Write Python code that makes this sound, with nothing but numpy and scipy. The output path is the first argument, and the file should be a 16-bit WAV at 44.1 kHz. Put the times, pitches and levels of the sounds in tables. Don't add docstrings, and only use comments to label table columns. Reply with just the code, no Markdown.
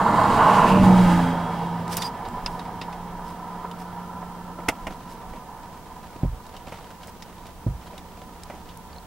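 import sys
import numpy as np
from scipy import signal
from scipy.fft import rfft, irfft, next_fast_len
from scipy.io import wavfile
from scipy.ndimage import uniform_filter1d

SR = 44100
rng = np.random.default_rng(int(sys.argv[2]) if len(sys.argv) > 2 else 0)


def log_audio(samples):
    frames = np.atleast_2d(samples).T
    limited = np.clip(frames, -1, 1)
    pcm = np.round(limited * 32767).astype(np.int16)
    wavfile.write(sys.argv[1], SR, pcm)


N = 399546
T = np.arange(N) / SR
SPEED_M_S, CLOSEST_M = 20.5, 4.18
WHEELS_PASS_S, TAILPIPE_PASS_S = .81, .93
WAKE_S, WAKE_HALF_S = .842, .022


# (t/s, half length/s, roar gain/dB, hiss gain/dB)
SWISHES = [(0.52, 0.14, -1, -1), (0.695, 0.03, -4, 2), (0.845, 0.028, 3, 4), (1.097, 0.18, 1, 5.5)]


def tyres(fade_m=15):
    distance, bearing = position(WHEELS_PASS_S)
    gone_m = distance * np.maximum(bearing, 0)
    near_share = 1 / (1 + (gone_m / fade_m) ** 4)
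    near, far = np.sqrt(near_share), np.sqrt(1 - near_share)
    road_db = .5 * wobble(12)
    roar_db, hiss_db = sum(np.outer(gains, swell(s, half_s)) for s, half_s, *gains in SWISHES)
    rumble = body_rumble()
    roar = tread_roar(bearing, near, far) * undb(roar_db + road_db)
    hiss = tyre_hiss(distance, bearing, near, far) * undb(hiss_db + road_db)
    return rumble + roar + window_echoes(hiss)


# (f/Hz, level/dB)
ROAR_TONE = [(300, -31), (400, -4.5), (520, -8), (600, 1.5), (700, -2), (830, 1.5), (970, 4), (1100, -0.5),
             (1240, -9.5), (1550, -12.5), (1800, -17), (2200, -24.5), (3500, -44), (9000, -68)]
# (f/Hz, width/Hz, gain/dB)
TREAD_PEAKS = [(936, 420, 4.5), (1169, 37, -7.5), (1317, 160, 5)]
FAR_PEAKS = [(611, 39, -15.5), (623, 14, 6.5), (750, 18, 10.5), (860, 22.4, -17), (885, 14, 9.5),
             (948, 26, 7), (1002, 24, 9.5), (1089, 61, -7.5), (1170, 27, -0.5), (1342, 16, 9),
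             (1417, 39, -8)]
CABIN_PEAKS = [(463, 8.6, 10), (600, 15, -1), (724, 16, 2), (778, 19, -10), (823, 16, 7.5),
               (1234.6, 32, 11), (1371, 21, 5.5), (1481, 11, 9.5), (1747, 28, 10)]
# (t/s, half length/s, gain/dB)
ROAR_SWELLS = [(0.085, 0.018, 1.5), (1.697, 0.25, -2), (2.883, 0.0086, 2.5), (3.193, 0.0054, 5),
               (3.651, 0.0092, 9), (4.0, 1, 1), (4.23, 0.0088, 9.5), (7.3, 1, -2), (8.956, 0.21, 2)]


def tread_roar(bearing, near, far):
    shifted = delay(colour(noise(), ROAR_TONE, TREAD_PEAKS), np.cumsum(doppler(bearing)))
    roar = near * unit(shifted) + far * unit(colour(noise(), ROAR_TONE, FAR_PEAKS))
    inside = unit(colour(roar, [(20, 0), (20000, 0)], CABIN_PEAKS))
    gain = passing(WHEELS_PASS_S, coming_db=-9, side_db=-24, going_db=-18.5, loss_db=5.5)
    return lean_right(inside * gain * undb(swells_db(ROAR_SWELLS) + 1.1 * wobble(60)), db=0.84)


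# (f/Hz, level/dB)
HISS_TONE = [(1200, -0.5), (2000, 2.5), (2300, -1.5), (2700, -2.5), (3500, -5.5), (4500, -8), (6400, -16),
             (9000, -16.5), (15500, -27.5)]
# (f/Hz, width/Hz, gain/dB)
FRONT_PEAKS = [(2080, 160, 8.5), (2430, 360, -12), (4320, 550, 3), (5570, 1200, -3), (6900, 350, 6),
               (7760, 400, 5.5), (11600, 900, 0)]
SIDE_PEAKS = [(2310, 400, -0.5), (4230, 410, -3.5), (6700, 900, 2), (7850, 400, 3)]
REAR_PEAKS = [(2190, 200, 1.5), (2500, 670, -2.5), (3170, 470, 6), (5400, 750, 8), (7040, 2100, -10)]


def tyre_hiss(distance, bearing, near, far, echo_gain=0.043, echo_s=0.00087, front_m=9):
    side = colour(noise(), HISS_TONE, SIDE_PEAKS)
    side = unit(side + echo_gain * delay(side, echo_s * SR * (1 + 0.19 * bearing)))
    front = unit(colour(noise(), HISS_TONE, FRONT_PEAKS))
    rear = unit(colour(noise(), HISS_TONE, REAR_PEAKS, tilt=-1.25))
    to_come_m = -distance * np.minimum(bearing, 0)
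    side_share = 1 / (1 + (to_come_m / front_m) ** 4)
    bright = np.sqrt(1 - side_share) * front + np.sqrt(side_share) * side
    gain = passing(WHEELS_PASS_S, coming_db=-24.5, side_db=-35, going_db=-32, loss_db=6)
    return (near * bright + far * rear) * gain * undb(.8 * wobble(30))


# (f/Hz, level/dB)
RUMBLE_TONE = [(20, -2.5), (45, -9), (70, -13.5), (95, -4), (140, -1.5), (210, 1), (260, -0.5), (320, -3),
               (385, -6.5), (455, 2.5), (540, -17), (800, -26.5), (2000, -56.5)]
# (f/Hz, width/Hz, gain/dB)
RUMBLE_DIPS = [(133, 21, -2), (274, 27, -4), (414, 68, -16)]


def body_rumble(wake_db=3):
    rumble = unit(colour(noise(), RUMBLE_TONE, RUMBLE_DIPS))
    gain = passing(WHEELS_PASS_S, coming_db=-16.5, side_db=-20.5, going_db=-25.5, loss_db=5)
    return rumble * gain * undb(wake_db * swell(WAKE_S, WAKE_HALF_S) + wobble(6.6))


# (t/s, half length/s, f/Hz, width/Hz, level/dB)
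NOISE_BANDS = [(.48, 0.23, 2780, 650, -40.5), (0.715, 0.11, 2670, 473, -35.5),
               (1.187, 0.23, 1490, 450, -36.5), (1.2, 0.38, 3300, 110, -50), (4.179, 1, 1338, 64.35, -51.5),
               (4.221, 0.099, 975, 60, -47)]


def band_swells():
    out = 0
    for s, half_s, hz, width, db in NOISE_BANDS:
        band = signal.butter(2, [hz - width / 2, hz + width / 2], "band", fs=SR, output="sos")
        out = out + unit(signal.sosfilt(band, noise())) * swell(s, half_s) * undb(db)
    return out


# (t/s, f/Hz at the car, level/dB)
DRONE_CURVE = [(0, 181.4, -4.5), (.62, 181.4, -0.5), (.78, 181.2, 1.5), (.9, 181, 0.5), (1.4, 180.6, 1.5),
               (1.55, 181.1, -5), (1.75, 180.8, 2), (2.25, 182, -11), (2.7, 184.3, -1), (3.1, 185.4, 1),
               (3.4, 186.4, -2), (3.85, 187.7, 4), (4.65, 188.1, 2.5), (5.6, 187.1, -9), (9.06, 187, -0.5)]
# (cycles per engine turn, level/dB, swell gain/dB, swell t/s, half length/s)
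ENGINE_TONES = [(3, -13.5, 3.5, 1.3, 0.16), (4, -10, 10, 1.97, 0.34), (6, 7, -3, 1.31, 0.19),
                (8, -23, 15, 1.17, .12), (9, -25, 25, 1.265, 0.18), (11, -25, 17.5, 1.155, 0.14),
                (19, -31, 22, 0.79, .2)]


def exhaust(drop_lag_s=0.0701, waver_db=0.74, shade_db=-8, wake_db=-6):
    times, pitches, levels_db = np.transpose(DRONE_CURVE)
    _, bearing = position(TAILPIPE_PASS_S + drop_lag_s)
    drone_hz = np.interp(T, times, pitches) * (1 - doppler(bearing)) * (1 + .0012 * wobble(25))
    engine_angle = phase(drone_hz) / 6
    tones = 0
    for cycles, db, swell_db, s, half_s in ENGINE_TONES:
        level = undb(db + waver_db * wobble(11) + swell_db * swell(s, half_s))
        tones = tones + level * np.sin(cycles * engine_angle + rng.uniform(0, 2 * np.pi))
    in_view_s = TAILPIPE_PASS_S - 0.22
    hidden = (1 - np.tanh((T - in_view_s) / 0.011)) / 2
    dips_db = shade_db * hidden + wake_db * swell(WAKE_S, WAKE_HALF_S)
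    gain = passing(TAILPIPE_PASS_S, coming_db=-15.5, side_db=-12, going_db=-20.5, loss_db=6)
    return unit(tones) * gain * undb(np.interp(T, times, levels_db) + dips_db)


# (t/s, level/dB, time to fade 60 dB/s, tilt/dB per octave)
KNOCKS = [(4.586, -33, 0.035, -8), (4.6, -40.5, .04, -4), (4.6827, -24, 0.028, -4.5),
          (4.6851, -20, 0.042, 1), (4.6912, -25.5, 0.092, -2), (4.868, -28.5, 0.086, -4),
          (4.907, -38, .06, -7), (5.334, -41, 0.25, -5.5), (6.158, -40, 0.06, -29),
          (6.231, -33, 0.055, -10), (6.245, -30.5, 0.036, -13), (6.67, -39.5, 0.091, -3.5),
          (6.722, -36, 0.084, -2.5), (7.662, -33.5, 0.092, -17), (7.93, -44, 0.48, -5.5),
          (8.4979, -37, 0.22, -4), (8.535, -47, .2, -11)]
# (t/s, level/dB, time to fade 60 dB/s, tilt/dB per octave, ringing f/Hz)
CLICKS = [(1.879, -32, .02, 3, 8000), (1.9684, -15.5, 0.033, 10, 12500), (2.02, -19.5, 0.056, 4, 3560),
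          (2.251, -36.5, 0.089, -4, 4300), (2.286, -34.5, 0.015, 5, 8400),
          (2.4616, -18.5, 0.042, -2.5, 5100), (2.5935, -33.5, 0.062, -1, 4200),
          (2.652, -38, 0.044, -2, 2200), (2.814, -25, 0.083, -4, 5000), (2.926, -36, .06, -0.5, 2100),
          (3.712, -34.5, 0.037, 2, 3100), (6.465, -42, 0.041, 5, 4200), (6.565, -36.5, 0.066, 2.5, 3000),
          (7.03, -42, .088, 4, 3200), (7.072, -37, 0.026, 11, 7800), (7.2228, -32.5, 0.05, 1, 5650),
          (7.466, -40.5, .05, 5, 3000), (7.812, -43, .05, -4, 3000), (7.9788, -34, 0.043, 3, 3400),
          (8.4343, -29.5, 0.019, 5, 8040), (8.688, -42.5, 0.15, 0, 3200), (8.773, -32.5, 0.012, 11, 9900)]
# (f/Hz, level/dB)
KNOCK_TONE = [(60, -0.5), (110, 1.5), (175, 1.5), (275, 7.5), (430, -2), (600, 5), (900, 4.5), (1200, -2.5),
              (1400, 0.5), (1650, -5.5), (2050, 2.5), (2850, -2.5), (3300, -5), (4050, -15), (5400, -9.5),
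              (7400, -14), (8100, -10.5), (15000, -21.5)]
CLICK_TONE = [(200, -8), (1200, 2), (1600, -3), (2000, 6), (2400, 0), (2750, 6), (3150, 0), (3750, 5),
              (4200, -2), (5000, 1), (6200, -6), (9000, -10.5), (15000, -21.5)]
# (t/s, f/Hz, level/dB, ring time/s)
PINGS = [(2.4613, 5160, -11, 0.0012), (4.6867, 2600, -15.5, 0.0035), (4.689, 2100, -14, 0.0043),
         (8.93, 4580, -38, 0.002), (8.963, 4130, -38, .002), (8.984, 4300, -34, 0.0018)]


def handling(click_trim_db=-4.5):
    out = np.zeros((2, N))
    for s, db, fade_s, tilt in KNOCKS:
        add(out, s, undb(db) * tap(KNOCK_TONE, fade_s, tilt, rise_s=0.0022, crack_db=8))
    for s, db, fade_s, tilt, hz in CLICKS:
        click = tap(CLICK_TONE, fade_s, tilt, rise_s=0.00031, crack_db=-17, peaks=[(hz, 0.26 * hz, 7)])
        add(out, s, undb(db + click_trim_db) * click)
    t = T[:SR // 20]
    for s, hz, db, ring_s in PINGS:
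        envelope = np.exp(-t / ring_s) * (1 - np.exp(-t / 0.00032))
        add(out, s, undb(db) * np.sin(2 * np.pi * hz * t) * envelope)
    return out


def tap(tone, fade_s, tilt, rise_s, crack_db, peaks=()):
    t = T[:SR // 3]
    crack = undb(crack_db) * np.exp(-t / rise_s / 2)
    envelope = (crack + undb(-60 * t / fade_s)) * (1 - np.exp(-t / rise_s))
    hit = colour(noise(len(t)) * envelope, tone, peaks, tilt)
    return hit * np.sqrt(np.sum(envelope ** 2) / np.sum(hit.mean(axis=0) ** 2))


# (t/s, level/dB, contact time/s)
THUMPS = [(6.232, -19, 0.0041), (6.252, -16, 0.0099), (6.271, -14, 0.014), (6.325, -22, 0.013),
          (7.664, -19.5, 0.0054), (7.673, -24.5, 0.0054), (7.682, -20, 0.0076), (7.703, -20, 0.0082),
          (7.749, -29, 0.012)]
# (f/Hz, level/dB, time to fade 60 dB/s)
CABIN_NOTES = [(40.3, -11, .2), (60.8, -2.5, 0.2), (84, -9, 0.17), (113.3, -4.5, 0.23), (131, 3.5, 0.11),
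               (162, 4, 0.092), (255, 10.5, 0.055), (318, 4, 0.06), (425, -3, 0.07), (557, -9, 0.06)]


def thumps():
    t = T[:SR // 2]
    ring = sum(undb(db - 60 * t / fade_s) * np.cos(2 * np.pi * hz * t) for hz, db, fade_s in CABIN_NOTES)
    out = np.zeros(N)
    for s, db, contact_s in THUMPS:
        push = np.sin(np.pi * np.minimum(t / contact_s, 1)) ** 2
        add(out, s, undb(db) * signal.fftconvolve(ring, push / push.sum())[:len(t)])
    return out


# (t/s, half length/s, level/dB)
SLIDES = [(1.931, 0.027, -32.5), (1.981, 0.01, -29), (2.024, 0.025, -36), (2.067, 0.02, -38.5),
          (2.524, 0.087, -51.5), (3.29, 0.043, -50), (3.81, 0.026, -47.5), (5.118, 0.025, -47),
          (7.089, 0.015, -48)]
# (f/Hz, level/dB)
SCRAPE_TONE = [(1000, 8), (2200, 1.5), (3400, 1), (4200, -1), (5300, 3.5), (7000, -6), (8200, -2),
               (12500, -6), (15500, -11)]
# (t/s, half length/s, level/dB, f/Hz, glide/Hz per s)
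SQUEAKS = [(2.004, .012, -39, 4650, -9000), (2.059, 0.021, -33, 4880, 700)]


def scrape():
    grit = noise() * undb(2 * wobble(700))
    out = unit(colour(grit, SCRAPE_TONE)) * surges(SLIDES)
    for s, half_s, db, pitch_hz, glide in SQUEAKS:
        hz = pitch_hz + glide * np.clip(T - s, -half_s, half_s)
        squeak = unit(np.sin(phase(hz * (1 + 0.017 * wobble(1300)))))
        out = out + squeak * swell(s, half_s) * undb(db + 2 * wobble(390))
    return out


# (t/s, half length/s, level/dB)
RUBS = [(4.93, 0.035, -41.5), (5.335, 0.083, -47), (6.527, 0.12, -50.5), (6.724, 0.091, -45.5),
        (6.863, 0.061, -50), (7.06, 0.039, -43), (7.43, 0.073, -49.5), (7.92, 0.098, -49.5),
        (8.19, 0.057, -48), (8.573, 0.15, -49.5), (8.956, 0.04, -44.5)]
# (f/Hz, level/dB)
RUSTLE_TONE = [(100, 13.5), (300, 6.5), (700, 13), (1400, 5.5), (2200, 0), (3100, -0.5), (4200, -3.5),
               (7000, -11), (15000, -24)]


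def rustle(slips_per_s=300, ring_s=0.0039, scatter_db=6.3, shifting_from_s=4.6):
    grip = undb(np.where(T < shifting_from_s, -65, -55) + 3 * wobble(7))
    slipping = rng.random(N) < slips_per_s / SR
    slips = slipping * undb(scatter_db * np.minimum(rng.exponential(size=N), 3))
    energy = signal.lfilter([1], [1, -np.exp(-1 / (ring_s * SR))], slips ** 2 + 1e-12)
    return unit(colour(noise() * np.sqrt(energy), RUSTLE_TONE)) * np.hypot(grip, surges(RUBS))


# (t/s, half length/s, level/dB)
GUSTS = [(1.083, 0.17, -31), (2.432, 0.28, -37.5), (3.2, 0.18, -43), (4.87, .08, -39), (5.31, 0.055, -38)]
# (f/Hz, level/dB)
GUST_TONE = [(15, -3), (28, 1), (45, -7), (90, -25), (400, -54)]


def gusts():
    return unit(colour(noise(), GUST_TONE)) * surges(GUSTS)


# (f/Hz, level/dB)
AIR_TONE = [(20, -66), (33, -65), (48, -71.5), (75, -70.5), (120, -77), (175, -76.5), (260, -82),
            (500, -81.5), (1500, -94), (3000, -97), (6000, -99), (15500, -102)]
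# (f/Hz, level/dB)
AIR_WIDTH = [(60, -8.5), (800, -6), (3000, 0.5), (14000, -0.5)]


def background(hum_from_s=6.2, hum_hz=72, whine_hz=15650):
    air = colour(noise(width=AIR_WIDTH), AIR_TONE) * np.sqrt(SR / 2) * undb(0.07 * wobble(3))
    fade_in = np.clip(2 * (T - hum_from_s), 0, 1)
    hum = np.sin(phase(hum_hz * (1 + 0.01197 * wobble(2.4)))) * fade_in
    whine = np.sin(2 * np.pi * whine_hz * T)
    return air + undb(-51.5) * hum + undb(-70) * whine


# (f/Hz, level/dB)
STEREO_WIDTH = [(60, -18.5), (700, -23), (1300, -14.5), (2400, -14), (4400, -8.5), (8000, -3), (14000, 0.5)]


def noise(n=N, width=STEREO_WIDTH):
    shared, side = rng.standard_normal((2, n))
    return shared + np.array([[1], [-1]]) * colour(side, width)


def window_echoes(x, ring_s=0.0037, echo_db=-4):
    t = T[:SR // 20]
    echoes = rng.standard_normal(len(t)) * t * np.exp(-t / ring_s)
    echoes = echoes * undb(echo_db) / np.sqrt(np.sum(echoes ** 2))
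    return (x + signal.fftconvolve(x, echoes[None])[:, :N]) / np.hypot(1, undb(echo_db))


def position(pass_s):
    along = SPEED_M_S * (T - pass_s)
    distance = np.hypot(along, CLOSEST_M)
    return distance, along / distance


def passing(pass_s, coming_db, side_db, going_db, loss_db):
    distance, bearing = position(pass_s)
    lengthways = np.where(bearing < 0, undb(coming_db), undb(going_db)) * bearing
    sideways = undb(side_db) * CLOSEST_M / distance
    return np.hypot(lengthways, sideways) * undb(-loss_db * np.log2(distance / CLOSEST_M))


def doppler(bearing, sound_m_s=343):
    return SPEED_M_S * bearing / sound_m_s


def colour(x, tone, peaks=(), tilt=0):
    n = 2 * next_fast_len(x.shape[-1])
    f = np.fft.rfftfreq(n, 1 / SR)
    tone_hz, tone_db = np.transpose(tone)
    gain_db = np.interp(np.log(f + 1), np.log(tone_hz), tone_db)
    gain_db += tilt * np.log2(np.maximum(f, 500) / 4000)
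    for hz, width, db in peaks:
        gain_db += db / (1 + (2 * (f - hz) / width) ** 2)
    cepstrum = irfft(np.log(undb(gain_db)))[:n // 2]
    cepstrum[1:] *= 2
    return irfft(rfft(x, n) * np.exp(rfft(cepstrum, n)))[..., :x.shape[-1]]


def wobble(per_s):
    hold = max(int(SR / per_s), 1)
    steps = np.repeat(rng.standard_normal(N // hold + 1), hold)
    return unit(uniform_filter1d(uniform_filter1d(steps, hold), hold)[:N])


def swell(s, half_s):
    return np.exp(-((T - s) / half_s) ** 2)


def swells_db(rows):
    return sum(db * swell(s, half_s) for s, half_s, db in rows)


def surges(rows):
    return sum(undb(db) * swell(s, half_s) for s, half_s, db in rows)


def delay(x, samples):
    index = np.arange(N)
    return np.array([np.interp((index - samples) % N, index, channel) for channel in x])


def phase(hz):
    return 2 * np.pi * np.cumsum(hz) / SR


def lean_right(x, db):
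    return x * undb(np.array([[-db], [db]]) / 2)


def add(out, s, x):
    i = int(s * SR)
    out[..., i:i + x.shape[-1]] += x[..., :N - i]


def undb(db):
    return 10 ** (np.asarray(db) / 20)


def unit(x):
    return x / np.sqrt(np.mean(x ** 2))


def scene():
    car = tyres() + exhaust()
    close_by = handling() + rustle() + scrape() + thumps()
    return lean_right(car + close_by + background() + band_swells() + gusts(), db=1.7)


def record(dry, low_hz=18, top_hz=15850):
    dry = signal.sosfilt(signal.butter(2, low_hz, "high", fs=SR, output="sos"), dry)
    return signal.sosfilt(signal.ellip(10, .2, 70, top_hz, fs=SR, output="sos"), dry)


dry = scene()
out = record(dry)
log_audio(out)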